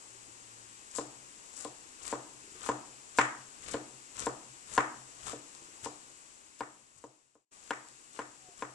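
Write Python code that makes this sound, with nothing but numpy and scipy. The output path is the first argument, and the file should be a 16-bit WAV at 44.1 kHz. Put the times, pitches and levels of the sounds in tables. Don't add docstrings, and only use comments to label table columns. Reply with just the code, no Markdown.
import sys
import numpy as np
from scipy import signal
from scipy.fft import rfft, irfft, next_fast_len
from scipy.io import wavfile
from scipy.ndimage import uniform_filter1d

SR = 44100
rng = np.random.default_rng(int(sys.argv[2]) if len(sys.argv) > 2 else 0)


def waveform_to_disk(signal):
    frames = np.transpose(np.atleast_2d(signal))
    scaled = np.clip(frames, -1, 1) * 32767
    samples = np.round(scaled).astype(np.int16)
    wavfile.write(sys.argv[1], SR, samples)


def ratio_of_db(decibels):
    return 10 ** (np.asarray(decibels, float) / 20)


N = 385434
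TIME = np.arange(N) / SR

BLOWS = [(0.9841, -24.5, -4, -14, -11.5), (1.6504, -31, -1.5, -43, -22), (2.1265, -24, 0.5, -11, -21),
         (2.689, -21, 3, -8, -16.5), (3.1854, -19, 9.5, 13, -5.5), (3.7419, -22, -7, -8.5, -23),
         (4.2673, -22.5, 0, -10, -25), (4.7775, -19, 8, 6, -14), (5.3318, -30.5, -13, -34, -16),
         (5.8600, -31, 2, -35, -25), (6.6064, -25.5, 4, 1, -19), (7.0392, -26.5, -3.5, -23, -15.5),
         (7.3533, -31.5, -3.5, -25, -20), (7.7064, -26.5, 5, 8.5, -12), (8.19, -28, 3.5, 3, -13),
         (8.6223, -28, 4.5, 0.5, -18)]
# rise/s, hold/s, crackle level/dB, crunch and rumble level/dB re crackle
SLICES = [(0.058, 0.0084, -41.5, -11, -20), (0.14, .045, -46, -9.5, -26), (0.064, 0.087, -47.5, -5.5, -17),
          (0.19, 0.017, -47, -2, -14), (0.05, 0.012, -48.5, -3.5, -13), (0.19, 0.028, -47, -2, -8),
          (0.079, 0.066, -45, -3, -9.5), (0.086, 0.039, -43, -6.5, -16.5), (0.14, 0.062, -46, -2.5, -11.5),
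          (0.026, 0.013, -43.5, -4, -8), (0.025, 0.0094, -52, -3.5, -29), (.04, 0.083, -54, -7, -6),
          (.03, 0.012, -53.5, -7.5, -20), (0.12, 0.034, -58, -4, -14), (.05, 0.042, -53.5, -2.5, -20),
          (0.055, 0.028, -52.5, -4, -11)]
# t/s, peak level/dB, low part level/dB re peak
SNAPS = [(0.9128, -42, -21), (0.9527, -41, 0), (1.6043, -44, -22), (1.6476, -34, -22), (2.0524, -36, -14),
         (2.0788, -28, -19), (2.609, -41, 0), (2.637, -46, 12), (2.6614, -36, 8), (3.6947, -59.5, -15.5),
         (4.1679, -38.5, -17), (4.19, -33.5, -23), (4.1944, -30, -20), (4.2026, -29.5, -32),
         (4.7272, -42, -13), (4.7667, -36, 6), (5.2679, -37, 7), (5.5498, -41, -9), (5.8468, -34, -4),
         (7.886, -40, -21)]
# f/Hz, level/dB, t60/s
LOW_MODES = [(275, -30, 0.01), (322, -14, 0.042), (476, 7.5, 0.07), (560, 5, 0.1), (644, 10.5, 0.039)]
MID_MODES = [(790, -2, 0.18), (948, 9.5, 0.058), (1054, 18.5, 0.036), (1080, -30.5, 0.06),
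             (1190, 3.5, 0.016), (1300, -0.5, .022)]
HIGH_MODES = [(1450, -5.5, 0.0083), (1414, 35.5, 0.025), (1700, 0.5, 0.029), (1597, 32.5, 0.078),
              (1676, 10.5, .02), (1980, -12, .02), (2055, 1, 0.026), (2200, 14, 0.033),
              (2480, -6.5, 0.0062), (3100, -11.5, .015)]
# f/Hz, level/dB, t60/s
FLEX_MODES = [(303, 2, 0.45), (316.7, 4.5, 0.29)]
# f/Hz, level/dB, t60/s
THUD_MODES = [(55, 6, 0.1), (85, 4, 0.036)]
# t/s, f/Hz, level/dB
HUM = [
    (0.03, 118, -88),
    (0.1, 117.5, -72.5),
    (0.72, 113, -68),
    (0.86, 111, -81),
]
# t/s, f/Hz, level/dB
SQUEAK = [
    (8.41, 700, -94),
    (8.432, 758, -64),
    (8.492, 724, -57),
    (8.51, 700, -65),
    (8.54, 720, -61),
]
# t/s, peak level/dB, f/Hz
NUDGES = [
    (0.15, -52.5, 390),
    (0.283, -53, 328),
    (2.441, -50, 323),
    (2.476, -51, 410),
    (2.52, -51, 318),
    (2.553, -47, 370),
    (5.62, -50.5, 347),
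    (5.684, -52, 360),
    (5.735, -52, 320),
    (8.486, -46, 392),
]
# f/Hz, t60/s
ROOM_T60 = [(150, 1), (400, 0.39), (1000, 0.55), (2500, .3), (6000, 0.41)]
# t/s, level/dB above tail
WALL_ECHOES = [
    (.0095, 2),
    (0.028, 8),
    (.068, 3),
]
# f/Hz, density level/dB per Hz
HISS = [(25, -8.5), (60, -6), (130, -9.5), (300, -1.5), (480, -4), (650, -7.5), (1050, -2.5), (1600, -5.5),
        (2250, -8), (2700, -6), (3300, -10.5), (7000, -9.5), (10000, -10.5), (12000, -10)]
# f/Hz, correlation/1
HISS_LIKENESS = [(60, 0.33), (130, 0.098), (300, 0.3), (600, 0.11), (1200, 0.73), (2500, 0.44),
                 (7000, 0.13)]

SINK_S = 0.0009
BACK_S = 7.509


def blows():
    board, crack, counter = np.zeros((2, N)), np.zeros(N), np.zeros(N)
    scatter_db, counter_db = 1.5, -27
    for s, db, mid_db, high_db, tick_db in BLOWS:
        add(board, ratio_of_db(db) * board_knock(mid_db, high_db, scatter_db), s + SINK_S)
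        flex = ring(FLEX_MODES, scatter_db, 0.27, 0.00033, detune=0.012)
        add(board, ratio_of_db(db - 14.5) * pan(flex, 5.0), s + SINK_S)
        tick = pan(burst(2300, 16000, 0.038), 3.9)
        add(board, ratio_of_db(db) * ratio_of_db(tick_db) * tick, s + SINK_S / 2)
        add(crack, ratio_of_db(db) * contact_crack(mid_db, high_db, tick_db), s - SINK_S)
        ring_s = BACK_S - s if s < BACK_S else 1
        add(counter, ratio_of_db(db + counter_db) * counter_ring()[:int(ring_s * SR)], s)
        add(counter, ratio_of_db(db + counter_db - 1.0) * ring(THUD_MODES, scatter_db, 0.13, 0.0027), s)

    direct_db, direct_pan_db = 14, 3.5
    direct = np.roll(crack, int(2 * SINK_S * SR) - 118)
    board = board - ratio_of_db(direct_db) * pan(direct, direct_pan_db)
    slap_delay_s, slap_db = 0.0041, -4.5
    board = board + ratio_of_db(slap_db) * np.roll(board, int(slap_delay_s * SR), axis=1)

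    counter_pan_db, wobble_db, right_lag_s = 0, 3, 0.0004
    counter = pan(band(counter, 42, 500) * ratio_of_db(wobble_db * walk(size=1200)), counter_pan_db)
    counter[1] = np.roll(counter[1], int(right_lag_s * SR))
    bass_cut = signal.butter(4, 240, "highpass", fs=SR, output="sos")
    crack = signal.sosfilt(bass_cut, signal.sosfilt(bass_cut, crack))
    return signal.sosfilt(bass_cut, board) + counter, crack


def board_knock(mid_db, high_db, scatter_db):
    low_pan_db, mid_pan_db, high_pan_db = 1.5, 5.3, 2.6
    grain = 0.5
    low = ring(LOW_MODES, scatter_db, 0.1, 0.00015)
    mid = ring(MID_MODES, scatter_db, 0.1, 0.00019) + grain * burst(790, 1013, 0.028)
    high = ring(HIGH_MODES, scatter_db, 0.1, 0.0001) + grain * burst(870, 3300, 0.0084)
    knock = pan(low, low_pan_db)
    knock += ratio_of_db(mid_db) * pan(mid, mid_pan_db)
    knock += ratio_of_db(high_db) * pan(high, high_pan_db)
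    return knock


def contact_crack(mid_db, high_db, tick_db):
    crack_hz = (330, 600, 1050, 2100, 4200)
    levels_db = (-1.5, -1.5, mid_db + 0.0, high_db - 7.0, tick_db - 13.5)
    size = 256
    hz = np.maximum(np.arange(size // 2 + 1) * SR / size, 1)
    pulse = irfft(ratio_of_db(on_log(hz, list(zip(crack_hz, levels_db)))))
    return np.roll(pulse, size // 2) * np.hanning(size)


def counter_ring():
    hz, beat_hz, beat_phase_rad, t60_s = 129, 5.0, 0.68, 1
    t = np.arange(SR) / SR
    swell = 1 - np.exp(-t / 0.0013)
    beat = np.cos(np.pi * beat_hz * t - beat_phase_rad)
    return swell * ratio_of_db(-60 * t / t60_s) * beat * np.sin(2 * np.pi * hz * t)


def onion():
    crackle, crunch, rumble = strokes()
    cells_per_s = 3500
    size_db = np.minimum(3.0 * rng.exponential(size=N), 12)
    cells = (rng.random(N) < cells_per_s / SR) * rng.standard_normal(N) * ratio_of_db(size_db)
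    cells = unit(cells) + 0.48 * rng.standard_normal(N)
    high = crackle * ratio_of_db(-4.5) * unit(band(cells, 3000, 15000))
    flesh = ratio_of_db(-13) * unit(band(cells, 990, 1560))
    low = crunch * (unit(band(cells, 190, 4300)) + flesh)
    for s, db, low_db in SNAPS:
        add(high, ratio_of_db(db) * burst(3600, 15000, 0.003), s)
        add(low, ratio_of_db(db + low_db - 5.0) * burst(820, 1500, 0.016), s)
    rock = rng.standard_normal(N) + 0.59 * rng.standard_normal((2, N))
    rock = unit(band(rock, 30, 130))
    return pan(high, 12.3) + pan(low, 11.0), uniform_filter1d(rumble, size=1500) * rock


def strokes():
    rise_db, sag_db_per_s = 22.5, 16
    jerk_db, jerk_s = 3, 0.0078
    gains = np.zeros((3, N))
    for (lands, *_), (rise, hold, db, crunch_db, rumble_db) in zip(BLOWS, SLICES):
        since = TIME - (lands - hold)
        shape_db = np.where(since < 0, rise_db * since / rise, -sag_db_per_s * since)
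        parts_db = np.array([[0], [crunch_db], [rumble_db]])
        gains += ratio_of_db(db + shape_db + parts_db) * (TIME < lands)
    jerks = [ratio_of_db(jerk_db * walk(size=int(jerk_s * SR))) for _ in range(2)]
    return gains[0] * jerks[0], gains[1] * jerks[1], gains[2]


def small_sounds():
    out = tone(HUM) + tone(SQUEAK)
    out = out * ratio_of_db(2.3 * walk(size=1500) * (TIME < HUM[-1][0]))
    for s, db, hz in NUDGES:
        modes = [(hz, 0, 0.09), (1.22 * hz, -3, 0.07)]
        add(out, ratio_of_db(db) * ring(modes, 1.0, 0.2, 0.0017), s)
    return out


def tone(track):
    phase = 2 * np.pi * np.cumsum(curve(track, 1, 100)) / SR
    return np.sqrt(2) * ratio_of_db(curve(track, 2, -120)) * np.sin(phase)


def room(x):
    spread_s, treble_pan_db = 0.0032, 3.5
    t = np.arange(SR // 2) / SR
    clusters_db = sum(db * np.exp(-((t - s) / spread_s) ** 2) for s, db in WALL_ECHOES)
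    tail = 0
    for hz in 90 * 2 ** np.arange(7):
        shared, own = rng.standard_normal(len(t)), rng.standard_normal((2, len(t)))
        apart = min(0.28 + hz / 1200, 1)
        noise = np.sqrt(1 - apart ** 2) * shared + apart * own
        noise = band(noise, hz / np.sqrt(2), hz * np.sqrt(2))
        noise = pan(noise, treble_pan_db * min(hz / 2500, 1))
        tail = tail + noise * ratio_of_db(clusters_db - 60 * t / on_log(hz, ROOM_T60))
    tail = tail * np.clip((t - 0.002) / 0.0038, 0, 1)
    tail = tail / np.sqrt(np.sum(tail ** 2) / 2)
    before = TIME < BACK_S
    early = signal.fftconvolve((x * before)[None], tail, axes=1)[:, :N]
    late = signal.fftconvolve((x * ~before)[None], tail, axes=1)[:, :N]
    return early * before + late


def hiss():
    size = next_fast_len(N)
    hz = np.maximum(np.arange(size // 2 + 1) * SR / size, 1)
    like = np.clip(on_log(hz, HISS_LIKENESS), -1, 1)
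    spectra = rfft(rng.standard_normal((2, size))) * ratio_of_db(on_log(hz, HISS))
    mid, side = spectra * np.sqrt([1 + like, 1 - like])
    noise = irfft(np.array([mid + side, mid - side]), size)[:, :N]
    low = band(noise, 300, 1400)
    return unit(noise + low * (ratio_of_db(1.3 * walk(size=3000)) - 1)) * ratio_of_db(-53)


def ring(modes, scatter_db, seconds, contact_s, detune=0.008):
    t = np.arange(int(seconds * SR)) / SR
    hz, db, t60 = np.array(modes).T[:, :, None]
    luck = rng.standard_normal((2, len(modes), 1))
    decay = ratio_of_db(db + scatter_db * luck[0] - 60 * t / t60)
    sound = -np.sum(decay * np.sin(2 * np.pi * hz * (1 + detune * luck[1]) * t), axis=0)
    sound = np.convolve(sound, np.hanning(int(contact_s * SR) + 3))[:len(t)]
    return sound / np.abs(sound).max()


def burst(lo_hz, hi_hz, t60):
    t = np.arange(SR // 10) / SR
    sound = band(rng.standard_normal(len(t)) * ratio_of_db(-60 * t / t60), lo_hz, hi_hz)
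    return sound / np.abs(sound).max()


def walk(size):
    slow = uniform_filter1d(rng.standard_normal(N), size=size)
    return unit(uniform_filter1d(slow, size=size))


def band(x, lo_hz, hi_hz):
    return signal.sosfilt(signal.butter(2, [lo_hz, hi_hz], "bandpass", fs=SR, output="sos"), x)


def unit(x):
    return x / np.sqrt(np.mean(x ** 2))


def curve(table, column, rest):
    rows = np.array(table)
    return np.interp(TIME, rows[:, 0], rows[:, column], rest, rest)


def on_log(hz, table):
    rows = np.array(table)
    return np.interp(np.log(hz), np.log(rows[:, 0]), rows[:, 1])


def add(out, sound, s):
    i = int(s * SR)
    out[..., i:i + sound.shape[-1]] += sound[..., :N - i]


def pan(x, db):
    return x * ratio_of_db(np.array([[db], [-db]]) / 2)


def late_left(x):
    return np.array([np.roll(x[0], 16), x[1]])


def edit():
    fade_from_s, fade_to_s, mute_s = 5.85, 7.485, 7.449
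    back_db, back_rise_s, silence_db = -3.5, 0.02, -43
    fade = np.clip((fade_to_s - TIME) / (fade_to_s - fade_from_s), 0, 1) * (TIME < mute_s)
    back = ratio_of_db(back_db) * np.clip((TIME - BACK_S) / back_rise_s, 0, 1)
    return np.maximum(np.maximum(fade, back), ratio_of_db(silence_db))


def scene():
    knocks, crack = blows()
    crackle, rock = onion()
    near = knocks + rock + small_sounds() + late_left(crackle + hiss())
    return near + room(ratio_of_db(27) * crack + ratio_of_db(-6) * crackle.mean(axis=0))


def roll_off(x):
    return signal.sosfilt(signal.butter(12, 12290, fs=SR, output="sos"), x)


def record(dry):
    port_hz, port_q, shade_hz = 7617, 5.4, 5260
    ceiling, top_hz = 0.31, 11340
    w = 2 * SR * np.tan(np.pi * port_hz / SR)
    left = signal.lfilter(*signal.bilinear([w ** 2], [1, w / port_q, w ** 2], SR), dry[0])
    right = signal.lfilter(*signal.butter(1, shade_hz, fs=SR), dry[1])
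    heard = ceiling * np.tanh(np.array([left, right]) / ceiling) * edit()
    heard = signal.sosfilt(signal.ellip(6, 1, 50, top_hz, fs=SR, output="sos"), heard)
    return roll_off(heard)


dry = scene()
out = record(dry)
waveform_to_disk(out)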